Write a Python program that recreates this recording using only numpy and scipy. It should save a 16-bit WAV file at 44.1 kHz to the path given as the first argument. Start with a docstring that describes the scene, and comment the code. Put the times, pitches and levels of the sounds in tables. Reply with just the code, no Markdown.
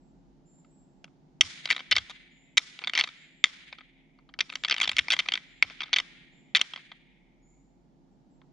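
"""Antler rattling in a quiet wood

A hunter rattles two deer antlers in short bouts, an arm's length from a two-channel microphone.
Each clack is a run of tiny slips that rings the antlers; scattered echoes follow as a long soft tail.
Filtered noise makes faint glove and sleeve bumps; gliding sines make the thin calls of a far bird.
Far traffic is a shaped-noise wash with wavering sines for the engines."""
import sys
import numpy as np
from scipy import signal
from scipy.fft import rfft, irfft
from scipy.io import wavfile
from scipy.ndimage import uniform_filter1d, minimum_filter1d

SR = 44100
rng = np.random.default_rng(int(sys.argv[2]) if len(sys.argv) > 2 else 0)


def bounce(signal):
    """Save signal as a 16-bit WAV file at the path given by the first command-line argument."""
    frames = np.transpose(np.atleast_2d(signal))
    limited = np.clip(frames, -1, 1)
    pcm = np.round(limited * 32767).astype(np.int16)
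    wavfile.write(sys.argv[1], SR, pcm)


N = 375732
TIME = np.arange(N) / SR


def from_db(db):
    """Decibels to gain."""
    return 10 ** (np.asarray(db) / 20)


def rms_one(x):
    """Scale to an rms of 1."""
    return x / np.sqrt(np.mean(x ** 2) + 1e-20)


def at_hz(points, hz):
    """Read a table on a log-frequency axis."""
    points = np.array(points)
    return np.interp(np.log(hz), np.log(points[:, 0]), points[:, 1])


def butter(x, hz, kind, order=2):
    """Causal Butterworth filter along time."""
    sections = signal.butter(order, np.clip(hz, 10, .45 * SR), kind, fs=SR, output="sos")
    return signal.sosfilt(sections, x)


def add(out, s, sound):
    """Mix a sound in, starting at s seconds."""
    start = max(0, round(s * SR))
    out[start:start + len(sound)] += sound[:N - start]


def drift(per_s):
    """Random wander joining per_s normal draws a second with straight lines."""
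    knots = np.arange(0, N / SR + 2 / per_s, 1 / per_s)
    return np.interp(TIME, knots, rng.standard_normal(len(knots)))


def decorrelate(mid, side, mid_share, side_share):
    """Two channels from a shared part and a part of opposite sign, given their power shares."""
    return np.sqrt(mid_share) * mid + np.sqrt(side_share) * side * [[1], [-1]]


# Spectrum of still air and far traffic. Each row: frequency in Hz, relative density in dB per Hz.
AIR_SPECTRUM = [(13, -37.5), (22, -10.5), (49, -8.5), (91, -22.5), (151, 1.5), (251, -6.5), (276, -6),
                (480, -18.5), (796, -17), (877, -17.5), (1060, -28), (2530, -37.5), (4300, -38.5),
                (6960, -42), (9050, -71), (15300, -120)]
# Left-right likeness of the wash. Each row: frequency in Hz, likeness from 0 to 1.
LIKENESS_POINTS = [(30, 1), (70, 0.1), (150, 0.4), (400, 0.7), (1000, 0), (3000, 0.2), (10000, 0.18)]
# Tones of far engines. 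Each row: centre pitch in Hz, level in dB relative to the wash curve.
ENGINE_TONES = [(264.5, -6.5), (345.5, -11.5)]
# The level of the wash, lower during and after the bouts of rattling. Each row: time in seconds, level in dB
# before the wash gain.
WASH_CURVE = [(0.0, -62.5), (1.56, -63), (2.37, -67), (2.82, -66.5), (3.82, -68), (4.82, -62.5),
              (5.77, -66), (6.5, -63), (6.64, -67.5), (8.52, -63)]
# The deep engine drone coming and going. Each row: time in seconds, level in dB before the drone gain.
DRONE_CURVE = [(0.0, -69), (0.33, -65), (0.73, -79), (1.87, -85), (1.92, -66.5), (3.04, -85.5),
               (3.94, -69.5), (4.56, -71), (4.74, -88), (4.89, -66), (6.1, -69.5), (6.83, -89.5),
               (6.88, -72), (7.17, -73), (7.52, -62), (8.28, -75), (8.52, -87.5)]


def background(wash_gain_db=2, drone_gain_db=-3, drone_hz=41.7, waver_db=1.5,
               wander=0.012, drone_wander=0.14):
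    """Far traffic: shaped noise for the wash, wavering sines for the drone and two engine tones."""
    wash_db = np.interp(TIME, *np.transpose(WASH_CURVE))
    drone_db = np.interp(TIME, *np.transpose(DRONE_CURVE))
    hz = np.maximum(np.fft.rfftfreq(N, 1 / SR), 1)
    mid, side = rfft(rng.standard_normal((2, N))) * from_db(at_hz(AIR_SPECTRUM, hz))
    alike = np.clip(at_hz(LIKENESS_POINTS, hz), 0, 1)
    wash = rms_one(irfft(decorrelate(mid, side, 1 + alike, 1 - alike), N))

    def tone(pitch_hz, db, spread):
        """A sine that wanders in pitch (spread as a fraction) and in level."""
        phase = 2 * np.pi * np.cumsum(pitch_hz * (1 + spread * drift(9))) / SR
        return from_db(db + waver_db * drift(3.9)) * np.sqrt(2) * np.sin(phase)

    engines = sum(tone(pitch_hz, wash_db + db, wander) for pitch_hz, db in ENGINE_TONES)
    drone = tone(drone_hz, drone_db + drone_gain_db, drone_wander)
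    balance = from_db([[-.6], [.6]])
    return (from_db(wash_db + wash_gain_db) * wash + engines + drone) * balance


# Calls of a far bird. Each row: start in seconds, length in seconds, starting pitch in Hz,
# level in dB before the gains of the direct and scattered paths.
BIRD_CALLS = [(0.0, 0.13, 7700, -77), (0.448, 0.18, 7240, -62.5), (0.695, 0.16, 7800, -67),
              (2.297, 0.19, 6950, -68), (3.16, 0.11, 7080, -64.5), (3.356, 0.08, 7350, -67.5),
              (4.5, 0.22, 7260, -63), (5.46, 0.2, 7120, -70), (6.312, 0.12, 7070, -68),
              (7.415, 0.13, 6800, -66.5), (8.108, 0.052, 7650, -84.5), (8.299, 0.094, 7670, -78.5)]
BIRD_AIM_HZ = 7340   # every call glides towards this pitch


def bird(trill_hz=70, trill_depth_hz=120, waver_hz=80):
    """Thin whistles: sines gliding to one pitch, with a quick regular trill and a random shiver."""
    out, waver = np.zeros(N), waver_hz * drift(450)
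    for s, length, first_hz, db in BIRD_CALLS:
        t = np.arange(int(length * SR)) / SR
        glide = np.linspace(first_hz, BIRD_AIM_HZ, len(t))
        trill = trill_depth_hz * np.sin(2 * np.pi * trill_hz * t)
        phase = 2 * np.pi * np.cumsum(glide + trill + waver[:len(t)]) / SR
        add(out, s, from_db(db) * signal.windows.tukey(len(t), .3) * np.sin(phase))
    return out


# Scattering by the trunks after a sharp click. Each row: band centre in Hz, relative level in dB,
# time to fall 60 dB in seconds.
WOOD_BANDS = [(300, -41.5, 0.66), (780, -32.5, .7), (1300, -23.5, 0.79), (1810, -16, 1.3), (2200, -11.5, 2),
              (2640, -18.5, 1.4), (3450, -15, 1.3), (4300, -22, 0.91), (5600, -22, 0.43), (6390, -30, .8),
              (6800, -25.5, .75), (7500, -38, .65), (8900, -34.5, 0.83), (10500, -56, 0.44),
              (13000, -83.5, .3)]


def wood(x, gap_s=.016, build_s=0.02, alike=.6, trunks_db=4, clumps_db=2, clumps_per_s=70):
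    """Echoes from countless trunks: noise that builds up after a short gap and decays band by band."""
    size = 65536
    t, hz = np.arange(size) / SR, np.maximum(np.fft.rfftfreq(size, 1 / SR), 1)
    swell = 1 - np.exp(-np.maximum(t - gap_s, 0) / build_s)
    swell = swell * from_db(clumps_db * drift(clumps_per_s)[:size])   # trees stand in clumps
    trunks = from_db(trunks_db * rng.standard_normal(size))
    mid, side = rms_one(rng.standard_normal((2, size)) * trunks)
    alike = np.clip(alike, 0, 1)
    echoes = rfft(decorrelate(mid, side, alike, 1 - alike)) * from_db(at_hz(WOOD_BANDS, hz))
    centres, response = np.array(WOOD_BANDS)[:, 0], 0
    # overlapping triangular bands, each with its own decay
    for share, (centre, db, t60) in zip(np.eye(len(WOOD_BANDS)), WOOD_BANDS):
        fade = swell * from_db(-60 * t / t60)
        band = irfft(echoes * np.interp(hz, centres, share))
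        response = response + band * fade / np.linalg.norm(fade)
    return signal.fftconvolve(x[None], response, axes=1)[:, :N]


# A light touch is hollow, a hard blow is all midrange: body below the midrange in relative dB
# at the medium level, and its change in dB per dB harder.
MEDIUM_DB, BODY_DB, BODY_PER_DB, COLOUR_SPREAD_DB = -22, -14.5, -0.48, 1
SLIP_S, SLIP_SPREAD = .0016, 0.12   # median decay time of a slip burst; spread in natural log units


def contact_rows(s, level_db, edge_db, tine_hz):
    """Colour contacts by their force: rows of (s, level dB, body dB, edge dB, tine Hz, slip s)."""
    body, edge, slip = rng.standard_normal((len(s), 3)).T
    body_db = BODY_DB + BODY_PER_DB * (level_db - MEDIUM_DB) + COLOUR_SPREAD_DB * body
    edge_db = edge_db + COLOUR_SPREAD_DB * edge
    return np.column_stack([s, level_db, body_db, edge_db, tine_hz, SLIP_S * np.exp(SLIP_SPREAD * slip)])


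# Tine on tine. Each row: start in seconds, level in dB shared by all its catches, time the tines stay
# pressed in seconds, treble edge in relative dB before a random spread, ring of the struck tine in Hz.
CLACK_EVENTS = [(0.6458, -65, 0.0, -23, 2620), (1.0428, -41, 0.0, -10, 2780),
                (1.4095, -1.5, 0.0, -10.5, 3183), (1.6554, -23.5, 0.001, -13, 3650),
                (1.6915, -31, 0.01, -19, 3060), (1.7027, -8.5, 0.023, -21, 2210),
                (1.7639, -25.5, 0.0014, -22.5, 3180), (1.7921, -33, 0.0032, -21.5, 3020),
                (1.9119, -16.5, 0.012, -10, 3434), (1.9163, -8.5, 0.01, -29, 3070),
                (1.9549, -26, 0.0014, -19.5, 3180.0), (1.9642, -12, 0.0023, -19, 2160.0),
                (1.9817, -19.5, 0.0017, -18, 3350), (2.0965, -33, 0.016, -13.5, 3700),
                (2.5709, -14.5, 0.00056, -10.5, 3460.0), (2.5754, -7.5, 0.0049, -11.5, 3730),
                (2.7897, -34.0, 0.002, -18, 1940), (2.8168, -40.5, 0.012, -26, 1940),
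                (2.8386, -25.5, 0.0075, -34, 2140), (2.8724, -19, 0.0046, -25, 3520),
                (2.896, -24.5, 0.0, -24.5, 2240.0), (2.9348, -22.5, 0.0023, -19.5, 2540.0),
                (2.9514, -19.5, 0.0, -23.5, 2720.0), (2.9565, -21, 0.01, -23, 2374),
                (2.976, -13.5, 0.0036, -16.5, 2083), (2.9885, -11.5, 0.011, -18.5, 2200),
                (3.0097, -14, 0.0011, -28.5, 2200.0), (3.038, -21.5, 0.0035, -18.5, 3800),
                (3.0748, -36.5, 0.0, -15, 2358), (3.44, -5.5, 0.0, -15.5, 2020),
                (3.7266, -33, 0.0015, -39, 2240.0), (3.7848, -43, 0.0033, -40, 2380),
                (3.8073, -45.5, 0.0029, -32, 2400), (4.1877, -60, 0.0041, -30, 2180),
                (4.29, -53, 0.0048, -31, 2230), (4.3388, -40, 0.0, -32, 2270),
                (4.3891, -25, 0.0021, -17, 2180), (4.4057, -13.5, 0.0034, -16.5, 2380),
                (4.4997, -31.5, 0.0, -19.5, 2090.0), (4.5268, -34.5, 0.0, -18, 2480.0),
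                (4.5544, -24, 0.0, -11, 2230), (4.6364, -24.5, 0.0, -20, 1980),
                (4.6479, -17.5, 0.0071, -24, 2220), (4.6835, -24, 0.0, -17, 3470),
                (4.6974, -21.5, 0.00074, -13.5, 2290.0), (4.71, -11.5, 0.014, -27, 2090),
                (4.7415, -23.5, 0.0, -14.5, 2510), (4.7637, -27, 0.0, -22, 3130),
                (4.781, -25.5, 0.0, -18.5, 2900), (4.801, -20.5, 0.0028, -20.5, 2330),
                (4.8133, -12.5, 0.0047, -17, 3320), (4.8304, -16.5, 0.014, -19, 3210),
                (4.8546, -27.5, 0.0, -19, 3520.0), (4.8757, -19.5, 0.0, -15, 3360),
                (4.8927, -17.0, 0.0, -21, 2010.0), (4.9155, -26, 0.0017, -15.5, 3696),
                (4.9664, -20, 0.0031, -15, 2140.0), (4.9838, -8.5, 0.0097, -18, 3260),
                (5.0834, -23.5, 0.0, -19, 2380.0), (5.1032, -13, 0.0061, -17.5, 3330.0),
                (5.1198, -12.5, 0.019, -17, 3220.0), (5.1351, -16, 0.0, -22, 3270),
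                (5.166, -27.5, 0.0, -22.5, 3200), (5.1897, -12.5, 0.012, -20.5, 3200),
                (5.2599, -34.0, 0.00056, -29, 2440), (5.2861, -17.5, 0.00028, -26.5, 3290),
                (5.3201, -19.5, 0.0, -24.5, 2290), (5.3372, -17.0, 0.00097, -17.5, 3250),
                (5.3543, -23.5, 0.0021, -24, 2180), (5.375, -26.5, 0.0, -24, 1980.0),
                (5.625, -6, 0.00033, -23.5, 2205), (5.6991, -36, 0.0062, -21, 2180),
                (5.805, -23.5, 0.0056, -32, 2260), (5.8183, -28, 0.00035, -25, 2310.0),
                (5.8324, -27, 0.0053, -24, 3515), (5.9303, -11, 0.0094, -21.5, 3386),
                (5.961, -13, 0.011, -20.5, 3153), (5.9844, -15.5, 0.0037, -23.5, 3500),
                (6.0003, -21.5, 0.0, -16, 3220), (6.5494, -8, 0.0037, -27, 3450.0),
                (6.5608, -12, 0.011, -16, 2139), (6.5975, -35, 0.00052, -20, 2030),
                (6.6133, -12.5, 0.00032, -15.5, 2230), (6.7359, -29.5, 0.0011, -23, 3290.0),
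                (6.7605, -31.5, 0.0016, -40, 2290.0), (6.775, -41, 0.0042, -35, 2100),
                (6.9166, -37.5, 0.0047, -39, 3350), (8.416, -61.5, 0.0, -25.5, 3250)]
# the tines catch again at short uneven intervals, sinking while pressed and dying fast once they part
CATCH_S, CATCH_JITTER, CATCH_SPREAD_DB = .0048, .25, 2.5   # jitter in natural log units
PRESSED_DB_PER_S, PARTED_DB_PER_S = 200, 5000
GRAZE_DB = -40   # most that parting takes off a catch


def clacks(count=6):
    """Each clack shares its energy among a first blow and a quick run of catches."""
    s, level_db, pressed_s, edge_db, tine_hz = np.array(CLACK_EVENTS).T[:, :, None]
    shape = (len(s), count)
    gaps = CATCH_S * np.exp(CATCH_JITTER * rng.standard_normal(shape))
    delay = np.cumsum(gaps, axis=1) - gaps
    parted_db = np.maximum(-PARTED_DB_PER_S * np.maximum(delay - pressed_s, 0), GRAZE_DB)
    catch_db = parted_db - PRESSED_DB_PER_S * delay + CATCH_SPREAD_DB * rng.standard_normal(shape)
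    # the catches of one clack add up to the energy of its level
    catch_db = catch_db - 10 * np.log10(np.sum(from_db(catch_db) ** 2, axis=1, keepdims=True))
    columns = np.broadcast_arrays(s + delay, level_db + catch_db, edge_db, tine_hz)
    return contact_rows(*(column.ravel() for column in columns))


# Locked antlers twisted against each other. Each row: start in seconds, end in seconds,
# mean level of the small ticks in dB.
GRIND_SPANS = [(1.07, 1.094, -62), (1.659, 1.812, -36), (1.929, 2.002, -32), (2.93, 3.098, -37.5),
               (4.494, 4.561, -41.5), (4.633, 4.942, -37.5), (5.043, 5.388, -47), (5.795, 6.001, -50),
               (6.568, 6.618, -32.5)]
TICKS_PER_S, TICK_SPREAD_DB, TICK_EDGE_DB, TINE_RANGE_HZ = 55, 1, -27, (2000, 3940)


def grinding():
    """Twisted antlers tick unevenly, one tick at a random moment of each short slot, on any tine."""
    ticks = []
    for start, end, db in GRIND_SPANS:
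        count = round((end - start) * TICKS_PER_S)
        s = start + (end - start) * (np.arange(count) + rng.random(count)) / count
        level_db = db + TICK_SPREAD_DB * rng.standard_normal(count)
        ticks.append(contact_rows(s, level_db, TICK_EDGE_DB, rng.uniform(*TINE_RANGE_HZ, count)))
    return np.vstack(ticks)


# Resonances of the pair of antlers. Each row: frequency in Hz, relative strength in dB before
# a random spread, time to fall 60 dB in seconds.
ANTLER_MODES = [(800, -18.5, 0.0023), (1256, -7, 0.014), (1510, 0, 0.0072), (2060, 6, 0.0052),
                (2243, 2.5, 0.009), (2724, 0, 0.0051), (3216, -3, 0.017), (3620, -5.5, 0.016),
                (4070, -10, 0.0087), (4605, -4, 0.0099), (5170, -9.5, 0.012), (5730, -6, 0.009),
                (6570, -14.5, 0.0074), (7020, -22.5, .018), (9160, -23.5, 0.012), (10000, -42.5, .008),
                (12100, -36.5, .008)]


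def antlers(contacts, first_touch=4.0, grit=0.58, scrape_db=-27, scrape_s=0.015, snag_share=0.016,
            tine_db=-5, tine_t60=0.013, crack_db=-21, crack_hz=6000, spot_db=3.0,
            knock_db=-17, snap_db=-17):
    """Each contact is a burst of tiny slips that rings the antlers, with new mode strengths at every spot."""
    s, level_db, body_db, edge_db, tine_hz, slip_s = contacts.T[:, :, None]
    t = np.arange(2048) / SR
    shape = (len(s), len(t))

    def unit(x):
        """Give each contact the energy of 2 ms at rms 1."""
        return x / np.sqrt(np.sum(x ** 2, axis=1, keepdims=True) / (.002 * SR))

    def ring(force, response):
        """Let the force excite a decaying response."""
        return signal.fftconvolve(force, response, axes=1)[:, :len(t)]

    # rough bone lands, catches many times within a few milliseconds, then slides on faintly
    slips = rng.standard_normal(shape) * np.exp(grit * rng.standard_normal(shape))
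    force = first_touch * (t == 0) + slips * np.exp(-t / np.maximum(slip_s, 1 / SR))
    # the slide snags now and then on the pearled surface
    snags = slips * (rng.random(shape) < snag_share) / np.sqrt(snag_share)
    force = force + from_db(scrape_db) * snags * np.exp(-t / scrape_s)

    modes = np.array([from_db(db - 60 * t / t60) * np.sin(2 * np.pi * hz * t)
                      for hz, db, t60 in ANTLER_MODES])
    spots = (len(s), len(modes))
    strengths = rng.choice([-1, 1], spots) * from_db(spot_db * rng.standard_normal(spots))
    ringing = ring(force, strengths @ modes)
    tine = ring(force, from_db(-60 * t / tine_t60) * np.sin(2 * np.pi * tine_hz * t))

    clack = unit(ringing) + from_db(crack_db) * unit(butter(force, crack_hz, "low"))
    # three bands, balanced by the colour of each contact
    middle = unit(butter(unit(clack) + from_db(tine_db) * unit(tine), [1750, 4700], "band", order=4))
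    low = butter(butter(clack, 1500, "low", order=5), 620, "high", order=3)
    body = from_db(body_db) * unit(low)
    edge = from_db(edge_db) * unit(butter(clack, [5200, 10800], "band", order=5))
    # the heavy beams knock low, and the touch itself snaps right to the top of the treble
    knock = from_db(body_db + knock_db) * unit(butter(force, [200, 450], "band"))
    snap = from_db(edge_db + snap_db) * unit(force)
    out = np.zeros(N)
    for start, sound in zip(s[:, 0], from_db(level_db) * (knock + body + middle + edge + snap)):
        add(out, start, sound)
    return out


def microphones(x, notch_hz=1780, notch_width_hz=1400, depth=.82, right_db=2.5):
    """The right port hears the antlers a shade later, louder and with a hollow in the midrange."""
    lag_s = .00003
    b, a = signal.iirpeak(notch_hz, notch_hz / notch_width_hz, fs=SR)
    right = x - np.clip(depth, 0, 1) * signal.lfilter(b, a, x)
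    return np.array([x, from_db(right_db) * np.interp(TIME - lag_s, TIME, right)])


def ground(x, left_s=0.0039, right_s=.0039, bounce_db=-17, litter_hz=3000):
    """A dull, delayed bounce off the leaf litter reaches each port."""
    dull = from_db(bounce_db) * butter(x, litter_hz, "low", order=1)
    return np.array([np.interp(TIME - lag_s, TIME, dull) for lag_s in (left_s, right_s)])


def radiated(contacts, edge_hz=4200, edge_gain_db=14, dull_share=0.08):
    """Heard from all sides at once, a contact is a plain click, brighter when it has more edge."""
    clicks, edges = np.zeros((2, N))
    for s, level_db, _, edge_db, *_ in contacts:
        click = from_db([level_db]) * np.sqrt(.002 * SR)   # energy of 2 ms at the contact's level
        add(clicks, s, click)
        add(edges, s, click * (dull_share + from_db(edge_db + edge_gain_db)))
    return butter(clicks, edge_hz, "low", order=3) + butter(edges, edge_hz, "high", order=3)


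# Gloves and sleeves bumping. Each row: start in seconds, peak in dB before the gain and stereo balance.
GLOVE_BUMPS = [(1.428, -42), (1.928, -41), (1.967, -40), (1.998, -45.5), (4.87, -45), (4.93, -44),
               (4.992, -42.5), (5.129, -52), (5.637, -46.5), (5.999, -56)]


def gloves(fade_s=0.018, gain_db=-7):
    """Soft dull bumps as the hands take up the blows: fading noise kept to a low band."""
    out, t = np.zeros(N), np.arange(SR // 4) / SR
    for s, db in GLOVE_BUMPS:
        bump = butter(rng.standard_normal(len(t)) * np.exp(-t / fade_s), [60, 110], "band", order=3)
        add(out, s, from_db(db + gain_db) * bump / np.abs(bump).max())
    return out


def scene(antlers_db=0, scatter_db=0, bird_direct_db=-6, bird_scatter_db=25):
    """Antlers and hands close by; the far bird arrives mostly by way of the trees."""
    traffic, calls = background(), bird()
    contacts = np.vstack([clacks(), grinding()])
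    rattle = from_db(antlers_db) * antlers(contacts)
    hands = gloves() * from_db([[-4], [3]])
    near = microphones(rattle) + ground(rattle) + hands
    scattered = wood(from_db(scatter_db) * radiated(contacts) + from_db(bird_scatter_db) * calls)
    return near + scattered + from_db(bird_direct_db) * calls + traffic


CEILING, CUTOFF_HZ = .96, 16000   # limiter ceiling as amplitude; top of the passed treble


def record(dry, hiss_db=-94, hiss_hz=9000):
    """A fast limiter holds down the hardest clashes; the microphones hiss faintly and the top is cut."""
    needed = np.minimum(1, CEILING / (np.abs(dry).max(axis=0) + 1e-9))
    gain = uniform_filter1d(minimum_filter1d(needed, size=129), size=65)
    hiss = from_db(hiss_db) * rms_one(butter(rng.standard_normal((2, N)), hiss_hz, "low", order=4))
    return signal.sosfilt(signal.cheby2(12, 70, CUTOFF_HZ, fs=SR, output="sos"), gain * dry + hiss)


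dry = scene()
out = record(dry)
bounce(out)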